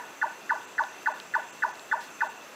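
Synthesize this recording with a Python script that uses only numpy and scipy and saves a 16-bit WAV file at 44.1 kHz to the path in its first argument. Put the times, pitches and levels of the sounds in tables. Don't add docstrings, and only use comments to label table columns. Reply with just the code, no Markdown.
import sys
import numpy as np
from scipy import signal
from scipy.fft import rfft, irfft, next_fast_len
from scipy.io import wavfile
from scipy.ndimage import uniform_filter1d

SR = 44100
rng = np.random.default_rng(int(sys.argv[2]) if len(sys.argv) > 2 else 0)


def ratio_of_db(decibels):
    return 10 ** (np.asarray(decibels, float) / 20)


def transcribe(u):
    v = np.clip(np.atleast_2d(u).T, -1, 1)
    q = np.round(v * 32767).astype(np.int16)
    wavfile.write(sys.argv[1], SR, q)


N = 112454


def band(x, hz, width):
    quality = max(hz / width, .3)
    y = signal.lfilter(*signal.iirpeak(min(hz, .45 * SR), quality, fs=SR), x)
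    return y / np.std(y)


def walk(rate):
    hold = int(SR / rate)
    steps = np.repeat(rng.standard_normal(N // hold + 1), hold)
    level = uniform_filter1d(steps, hold)[:N]
    return level / np.std(level)


def swell(t, peak, rise, fall):
    return np.exp(-((t - peak) / np.where(t < peak, rise, fall)) ** 2 / 2 * 1.84)


# peak_s, rise_s, fall_s, pitch_hz, level_db
FLUTTER = [(.003, .003, .005, 1960, -28.5), (.009, .0065, .0035, 1742, -20.5),
           (.0142, .004, .004, 1495, -16.7), (.001, .0015, .003, 1495, -28)]
# peak_s, rise_s, fall_s, pitch_hz, level_db
FALL = [(.017, .003, .0045, 1190, -27), (.0165, .0025, .0055, 855, -26.5)]
# peak_s, rise_s, fall_s, pitch_hz, level_db
LOW_TONES = [
    (.0281, .0048, .005, 942, -17.7),
    (.0355, .0025, .0045, 1090, -28.5),
    (.040, .004, .004, 905, -30),
    (.047, .007, .008, 640, -34),
    (.063, .003, .007, 815, -32.5),
]
FLUTTER_S, DROP_BEAT_S = .0095, .0186
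LOW_GLIDE_HZ_PER_S, DROP_GLIDE_HZ_PER_S = 12000, -14000
RASP_HZ, RASP_DB = 4400, -55
ONSET_S = .0007


def note(pitch, beat_db, scatter):
    t = np.arange(int(.09 * SR)) / SR - .002
    turn = 2 * np.pi
    out = np.zeros(len(t))
    for peak, rise, fall, hz, db in FLUTTER:
        out += ratio_of_db(db) * swell(t, peak, rise, fall) * np.cos(turn * hz * scatter * (t - FLUTTER_S))

    lead_cycles = FLUTTER[2][3] * (DROP_BEAT_S - FLUTTER_S)
    since = t - DROP_BEAT_S
    for peak, rise, fall, hz, db in FALL:
        glide = (hz < 1000) * DROP_GLIDE_HZ_PER_S * since ** 2 / 2
        cycles = hz * pitch * since + glide + lead_cycles
        out += ratio_of_db(db) * swell(t, peak, rise, fall) * np.cos(turn * cycles)

    breath = band(rng.standard_normal(len(t)), RASP_HZ, 800)
    out += ratio_of_db(RASP_DB) * swell(t, 0.018, 0.013, 0.0054) * breath

    for k, (peak, rise, fall, hz, db) in enumerate(LOW_TONES):
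        since = t - peak
        cycles = hz * pitch * since + (k == 0) * LOW_GLIDE_HZ_PER_S * since ** 2 / 2
        level = ratio_of_db(db + (k in (1, 2)) * beat_db)
        out += level * swell(t, peak, rise, fall) * np.cos(turn * cycles)
    return out * np.clip(1 + t / ONSET_S / 2, 0, 1) ** 2


# start_s, level_db, low_pitch_shift_percent, after_beat_db
CHONKS = [
    (-.068, -1, 0, 0),
    (.2151, -.3, -2, 0),
    (.4945, .3, 1, 3.5),
    (.7807, .3, -1, 7),
    (1.0591, .3, -1, 0),
    (1.3384, .3, 0, 0),
    (1.6229, .3, 1, -1),
    (1.9137, .3, 0, 0),
    (2.2066, -.3, -1, 0),
]
# delay_s, level_db
TRUNKS = [(.018, -18), (.032, -25), (.043, -26), (.052, -28)]
WOBBLE = 0.0013
TAIL_DB, TAIL_T60_S, TAIL_RISE_S, TAIL_BRIGHT = -17, 0.44, 0.017, 0.87
LEAVES_DB = -15.5


def nightjar():
    lead = int(.1 * SR)
    t = np.arange(int(.45 * SR)) / SR
    fade = ratio_of_db(-60 * t / TAIL_T60_S) * np.clip(t / TAIL_RISE_S - 1, 0, 1)
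    fade = fade / np.sqrt(np.sum(fade ** 2))

    diffuse = 5 * signal.lfilter([1, -TAIL_BRIGHT], 1, rng.standard_normal(len(t)))
    wood = ratio_of_db(TAIL_DB) * fade * diffuse
    wood[0] = 1
    for delay, db in TRUNKS:
        wood[int(delay * SR)] += ratio_of_db(db)

    out = np.zeros(N + 7 * lead)
    for start, db, shift, beat_db in CHONKS:
        call = note(1 + shift / 100, beat_db, 1 + WOBBLE * rng.standard_normal())
        leaves = ratio_of_db(LEAVES_DB) * fade * rng.standard_normal(len(t))
        call = signal.fftconvolve(call, wood + leaves)
        i = int((start - .002) * SR) + lead
        out[i:i + len(call)] += ratio_of_db(db) * call
    return out[lead:lead + N]


# pitch_hz, width_hz, level_db, throb_per_s, throb_db
CRICKETS = [
    (2684, 206, -56.5, 60, 0),
    (2474, 120, -65, 40, 4),
    (3480, 280, -69, 64, 5),
    (6186, 630, -61, 140, 1.5),
    (7460, 710, -62.5, 100, -2),
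]


def crickets():
    out = np.zeros(N)
    for hz, width, db, rate, throb_db in CRICKETS:
        chorus = rng.standard_normal(N)
        for _ in range(3):
            chorus = band(chorus, hz, 1.5 * width)
        out += ratio_of_db(db + throb_db * walk(rate) + 1.0 * walk(8.01)) * chorus
    return out


# pitch_hz, level_db (per Hz)
NIGHT = [(30, -43), (110, -15), (200, -5.5), (380, -0.5), (1400, -2), (2200, -8), (5400, -17.5),
         (9000, -24)]
NIGHT_DB, FLICKER_DB = -47, 1.1
TOP_HZ, TOP_FALL_DB = 15050, -13


def night():
    size = next_fast_len(N, True)
    hz = np.fft.rfftfreq(size, 1 / SR) + 1
    table = np.array(NIGHT)
    db = np.interp(np.log(hz), np.log(table[:, 0]), table[:, 1])
    db += TOP_FALL_DB * np.clip((hz - TOP_HZ) / 700, 0, 4)
    noise = rfft(rng.standard_normal(size)) * ratio_of_db(db)
    shared = walk(11.9)
    out = np.zeros(N)
    for step in range(20):
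        part = np.cos(np.clip(2 * np.log2(hz / 22) - step, -1, 1) * np.pi / 2) ** 2
        flicker_db = FLICKER_DB * walk(15) + 0.57 * shared * (step > 13)
        out += irfft(noise * part, size)[:N] * ratio_of_db(flicker_db)
    return ratio_of_db(NIGHT_DB) * out / np.std(out)


# pitch_hz, level_db
WHINE = [(14912, -89), (14971, -81), (15030, -81), (15089, -89)]


def whine():
    t = np.arange(N) / SR
    return sum(ratio_of_db(db) * np.sqrt(2) * np.sin(2 * np.pi * hz * t) for hz, db in WHINE)


# centre_s, above_hz, depth_db
GAPS = [(.663, 4000, -22), (1.132, 3000, -22), (1.517, 3500, -22), (1.727, 3800, -22), (2.285, 2800, -22)]
GAP_S = .008


def gaps(x):
    t = np.arange(N) / SR
    for centre, hz, db in GAPS:
        highpass = signal.butter(4, hz, "high", fs=SR, output="sos")
        high = signal.sosfiltfilt(highpass, x)
        x = x - high * (1 - ratio_of_db(db)) * np.exp(-((t - centre) / GAP_S) ** 4)
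    return x


# start_s, peak_db, centre_hz, width_hz, sparkle_db
TICKS = [
    (.8375, -30, 3400, 2500, -58),
    (1.0311, -37, 3500, 3000, -46),
    (1.2007, -26.5, 3300, 3000, -45),
    (1.385, -44, 5000, 5000, -52),
    (1.468, -41, 2500, 2500, -60),
    (1.583, -44, 5000, 3000, -50),
    (1.6916, -38, 3800, 3000, -49),
    (1.755, -38, 4000, 2000, -60),
    (1.7948, -35, 4000, 1500, -56),
]
TICK_S, SPARKLE_HZ = .0012, 13500


def twigs():
    t = np.arange(600) / SR
    out = np.zeros(N)
    for start, db, hz, width, sparkle_db in TICKS:
        i = int(start * SR)
        snap = rng.standard_normal(600) * np.exp(-t / TICK_S)
        snap[0] = 6
        for level_db, centre, spread in (db, hz, width), (sparkle_db, SPARKLE_HZ, 4000):
            ring = band(band(snap, centre, spread), centre, spread)
            out[i:i + 600] += ratio_of_db(level_db) * ring / np.abs(ring).max()
    return out


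# peak_s, rise_s, fall_s, centre_hz, level_db
RUSTLE = [
    (2.01, .004, .06, 3900, -50),
    (2.04, .015, .015, 14000, -62),
    (2.04, .02, .05, 6000, -63),
]


def leaf_rustle():
    t, out = np.arange(N) / SR, np.zeros(N)
    for peak, rise, fall, hz, db in RUSTLE:
        brush = band(rng.standard_normal(N), hz, 1700)
        out += ratio_of_db(db + 1.7 * walk(200)) * swell(t, peak, rise, fall) * brush
    return out


def scene():
    return (nightjar() + crickets() + gaps(night()) + twigs() + leaf_rustle())[None]


def band_limit(x):
    return signal.sosfilt(signal.butter(12, 15930, fs=SR, output="sos"), x)


def record(dry):
    top_cut = signal.ellip(8, .5, 60, 15750, fs=SR, output="sos")
    mix = signal.sosfilt(top_cut, dry + whine())
    return band_limit(mix)


dry = scene()
out = record(dry)
transcribe(out)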